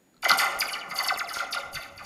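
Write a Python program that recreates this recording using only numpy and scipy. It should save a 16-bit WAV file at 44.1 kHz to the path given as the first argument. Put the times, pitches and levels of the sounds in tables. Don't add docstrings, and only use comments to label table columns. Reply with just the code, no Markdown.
import sys
import numpy as np
from scipy import signal
from scipy.fft import rfft, irfft
from scipy.io import wavfile

SR = 44100
rng = np.random.default_rng(int(sys.argv[2]) if len(sys.argv) > 2 else 0)


def bounce(signal):
    frames = np.transpose(np.atleast_2d(signal))
    limited = np.clip(frames, -1, 1)
    pcm = np.round(limited * 32767).astype(np.int16)
    wavfile.write(sys.argv[1], SR, pcm)


N = 90404
FFT_SIZE = 65536
HZ = np.fft.rfftfreq(FFT_SIZE, 1 / SR)


def amp(db):
    return 10 ** (np.asarray(db) / 20)


def curve(points, hz):
    freq_hz, value = np.transpose(points)
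    return np.interp(np.log(hz + 1), np.log(freq_hz + 1), value)


def add(mix, start_s, sound):
    part = mix[max(round(start_s * SR), 0):][:len(sound)]
    part += sound[:len(part)]


def noise(gain):
    x = irfft(rfft(rng.standard_normal(N)) * gain(np.fft.rfftfreq(N, 1 / SR)), N)
    return x / x.std()


def grains(rate_per_s, spread_db):
    size = amp(spread_db * np.minimum(rng.exponential(1, FFT_SIZE), 4))
    sign = rng.choice([-1., 1.], FFT_SIZE)
    x = size * sign * (rng.random(FFT_SIZE) < rate_per_s / SR)
    return x / (x.std() + 1e-9)


def burst(rate_per_s, decay_s):
    x = grains(rate_per_s, spread_db=2.16) * np.exp(-np.arange(FFT_SIZE) / SR / decay_s)
    return rfft(x / (np.linalg.norm(x) + 1e-9))


def minimum_phase(gain_db):
    log_gain = np.log(amp(np.r_[gain_db, gain_db[-2:0:-1]]))
    spectrum = np.exp(np.conj(signal.hilbert(log_gain)))
    return np.fft.ifft(spectrum).real[:FFT_SIZE // 8]


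def dispersion(travel_s):
    knee_hz = 170.7
    return np.exp(-4j * np.pi * travel_s * np.sqrt(1000 * (HZ + knee_hz)))


def background():
    # freq_hz, gain_db
    floor = [(15, -33), (25, -33), (224, -4.5), (394, -10), (1310, -24), (1580, -21), (6370, -33),
             (6900, -30.5), (15000, -33)]
    room_db, whine_db, whine_hz = -64, -76.5, 6850
    whine = amp(whine_db) * np.sqrt(2) * np.sin(2 * np.pi * whine_hz * np.arange(N) / SR)
    return amp(room_db) * noise(lambda f: amp(curve(floor, f))) + whine


def knocks():
    # start_s, level_db, crack_hz, width_hz, thud_re_crack_db
    hits = [(.142, -45, 4330, 600, 4), (.166, -39.5, 4140, 605, 0), (.177, -43, 4200, 600, -2),
            (0.3141, 6.5, 4370, 880, -3), (1.1583, -12.5, 720, 1175, -13), (1.3672, -12, 923, 2003, -21)]
    # pitch_hz, level_db, t60_s
    case_modes = [(178, -2.5, 0.31), (261, -1, 0.35), (325, 0, 0.066), (1326, 25.5, 0.047)]
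    out, t = np.zeros(N), np.arange(SR // 2) / SR
    thud = sum(amp(db - 60 * t / t60_s) * np.cos(2 * np.pi * hz * t) for hz, db, t60_s in case_modes)
    for start_s, level_db, crack_hz, width_hz, thud_db in hits:
        ring = minimum_phase(-20 * np.log10(1 + (2 * (HZ - crack_hz) / width_hz) ** 2))
        crack = irfft(rfft(ring, FFT_SIZE) * dispersion(travel_s=0.003))
        add(out, start_s, amp(level_db) * crack / np.linalg.norm(crack))
        add(out, start_s, amp(level_db + thud_db) * thud / np.linalg.norm(thud))
    return out


def handling():
    # centre_s, level_db, sigma_s, pitch_hz
    bumps = [(0.323, -51, 0.026, 211), (.38, -65, 0.02, 49.3), (0.577, -55, 0.021, 56),
             (.91, -55, .045, 180), (1.677, -56, .012, 58.8), (1.756, -51, 0.029, 50.3),
             (1.76, -47.5, .018, 159.5), (2.0, -55, 0.085, 104), (2.04, -54, 0.016, 197.5)]
    rumble_db, corner_hz, start_s, rise_s = -66, 197, 0.16, 0.056
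    bump_half_width_hz = 40
    t = np.arange(N) / SR
    fade_in = np.clip((t - start_s) / rise_s, 0, 1)
    out = amp(rumble_db) * noise(lambda f: 1 / (1 + (f / corner_hz) ** 2)) * fade_in
    for centre_s, level_db, sigma_s, pitch_hz in bumps:
        swell = amp(level_db) * np.exp(-0.5 * ((t - centre_s) / sigma_s) ** 2)
        out += swell * noise(lambda f: 1 / (1 + ((f - pitch_hz) / bump_half_width_hz) ** 2))
    return out


def wash_bands():
    # centre_hz, early_db, early_t60_s, late_db, late_t60_s
    decays = [(270, -32.5, 0.32, 10, 4.1), (602, -4.5, 0.9, 2, 2.23), (1260, 2.5, 0.45, -5, 3.3),
              (2600, -21.5, 0.36, -3, 0.87), (4930, -11.5, 0.72, -17.5, 0.96), (6500, 0.5, 0.55, -2, 0.69),
              (11100, 3, 0.37, -44, 0.47)]
    t, centres_hz = np.arange(FFT_SIZE) / SR, [row[0] for row in decays]
    rattle = rfft(grains(rate_per_s=900, spread_db=3.5))
    for weights, (_, early_db, early_t60_s, late_db, late_t60_s) in zip(np.eye(len(decays)), decays):
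        early, late = amp(-120 * t / early_t60_s), amp(-120 * t / late_t60_s)
        power = amp(early_db) ** 2 * early / early.sum() + amp(late_db) ** 2 * late / late.sum()
        band_gain = curve(list(zip(centres_hz, weights)), HZ)
        yield irfft(rattle * band_gain), np.sqrt(power)


def clash(bands, level_db, travel_s, tilt_db_per_oct, chatter_db, wash_db, mid_db):
    # freq_hz, gain_db
    twang = [(450, -3), (750, 1.5), (1050, -2), (1500, 4), (2050, -2.5), (3200, -2), (4800, -0.5),
             (7000, -2), (12000, 3)]
    scatter_db = 0.5
    bounce_db, bounce_trips, wash_trips = -8, 1.35, 1.1
    echo_db, echo_trips, echo_top_hz = -9.5, 2.9, 5500
    fast_db, fast_lag_s, fast_travel_s, fast_low_hz = -4.5, 0.0063, 0.0064, 6500
    mid_hz, mid_sigma_oct, ripple_db, ripple_step_hz = 2300, 0.39, 4.5, 327.3

    contact = 1 + amp(chatter_db) * burst(rate_per_s=900, decay_s=0.012)
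    scatter = 1 + amp(scatter_db) * burst(rate_per_s=3000, decay_s=0.003)
    scatter /= np.hypot(1, amp(scatter_db))
    shift = rng.integers(FFT_SIZE)
    wash = rfft(sum(np.roll(rattle, shift) * decay for rattle, decay in bands))
    wash *= dispersion(wash_trips * travel_s)
    bounces = amp(bounce_db) * burst(rate_per_s=250, decay_s=0.021) * dispersion(bounce_trips * travel_s)
    direct = amp(curve(twang, HZ)) * dispersion(travel_s)
    echo = amp(echo_db) * dispersion(echo_trips * travel_s) / (1 + (HZ / echo_top_hz) ** 8)
    highpass = 1 - 1 / (1 + (HZ / fast_low_hz) ** 8)
    fast = amp(fast_db) * highpass * dispersion(fast_travel_s) * np.exp(-2j * np.pi * HZ * fast_lag_s)
    waves = contact * (direct + echo + fast) + amp(wash_db) * (wash + bounces)

    octaves = np.log2(np.maximum(HZ, 700) / 3000)
    midrange = np.exp(-0.5 * (np.log2((HZ + 1) / mid_hz) / mid_sigma_oct) ** 2)
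    ripple = np.interp(HZ / ripple_step_hz, np.arange(128), rng.standard_normal(128))
    ripple *= HZ / (HZ + mid_hz)
    gain_db = level_db + tilt_db_per_oct * octaves + mid_db * midrange + ripple_db * ripple
    return irfft(amp(gain_db) * scatter * waves)


def coil():
    # start_s, level_db, travel_s, tilt_db_per_oct, chatter_db, wash_db, mid_db
    clashes = [ (.215, -25, 0.021, -3, 12, 19.5, 2), (.2345, -3, 0.027, -3, 0.5, -1.5, 1),
               (.275, -5.5, 0.027, -1.5, -0.5, -2, 5), (.2825, 0.5, 0.029, -0.5, -24, 1, 2.5),
               (0.3656, 0, 0.051, 0.5, 0, 2.5, -1), (.381, -4.5, .070, 0.5, -2, 2, 2),
               (.5817, -3.5, 0.058, 3, -3, -3.5, 5), (0.6627, -12.5, 0.062, 2.5, -4.5, -3, 1.5),
               (0.699, -21, 0.069, 0.5, 12, 4, 5.5), (.7135, -17.5, 0.063, 1, -2.5, -1.5, 9.5),
               (0.874, -22.5, 0.057, -5, 3.5, 4, 5.5), (.884, -19, .061, -1.5, 1.5, -1.5, -6.5),
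               (.931, -14.5, .060, -1, 5, 9, -4.5), (0.959, -4, 0.065, 0, -2, -2.5, -2),
               (1.018, -13.5, 0.053, 1, 9.5, 3.5, 0.5), (1.0561, 2, .062, -1, -7.5, -9, -1.5),
               (1.1671, -0.5, .061, 1, -16.5, -10, 2), (1.2658, -15, 0.056, -0.5, -1, -7, 1.5),
               (1.280, -15.5, 0.06, 0, -5, -3.5, 0), (1.2935, -36, .063, 7, -7.5, -1, 4),
               (1.3142, -10.5, .059, 0.5, -0.5, 3.5, 1), (1.3445, -13, .062, 0, -6, -10.5, -3),
               (1.3595, -13, 0.057, -4, 3, -3, 4.5), (1.376, -13, 0.058, -2, 0, -1.5, 6.5),
               (1.5018, -8, 0.055, 0.5, 1, -6.5, -1), (1.5177, -12.5, 0.059, -1, 4.5, 4.5, 1.5),
               (1.709, -24, 0.052, -3, 5, 0, -1), (1.7205, -13.5, .061, 1.5, 5.5, -0.5, 8),
               (1.8034, -24, 0.063, 1, -2, 0.5, 1.5), (1.9527, -22, 0.056, -3, -3, -0.5, 1.5),
               (1.974, -26.5, 0.05, -3.5, -2, 1, 2.5), (2.018, -24, 0.064, -0.5, 4.5, 4, -2)]
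    # freq_hz, gain_db
    colour = [(60, -33), (200, -16), (480, -7.5), (620, 0), (950, 0.5), (1250, 9.5), (1650, -8),
              (2200, 5.5), (3200, -3), (4900, -2.5), (6000, -10), (7800, -17.5), (10000, -12.5),
              (13000, -15), (15000, -27), (16000, -58)]
    # centre_hz, width_hz, lift_db
    resonances = [(562.5, 18.5, 12), (692.2, 36, 8.1), (788, 90, 9.34), (1227, 210, 2), (1401.5, 67, 13.44),
                  (1525.6, 54, 10.9), (1776, 58, 11.6), (2036, 136, 13.8), (2340, 17, 3.5), (2410, 18, 1.7),
                  (2937, 140, 8.3), (3550, 220, 9.1), (4450, 120, 3.1), (4553, 220, 11.3), (4800, 270, 7.2),
                  (5190, 290, 9), (5730, 120, 6), (6590, 470, 13.3), (7310, 150, 9.5), (8420, 350, 6.7),
                  (9360, 170, 6.5), (10250, 290, 9.1), (11400, 189, 4.4), (12100, 302, 6),
                  (12600, 120, 5.12)]
    gain_db = 5.5
    wire, bands = np.zeros(N), list(wash_bands())
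    for start_s, *settings in clashes:
        add(wire, start_s, clash(bands, *settings))
    peaks_db = sum(db / (1 + (2 * (HZ - hz) / width_hz) ** 2) for hz, width_hz, db in resonances)
    body = minimum_phase(curve(colour, HZ) + peaks_db)
    return amp(gain_db) * signal.fftconvolve(wire, body)[:N]


def scene():
    return (coil() + knocks() + handling() + background())[None]


def record(dry):
    lowpass = signal.firwin(161, 15500, window=("kaiser", 9), fs=SR)
    return signal.oaconvolve(dry, lowpass[None], "same")


dry = scene()
out = record(dry)
bounce(out)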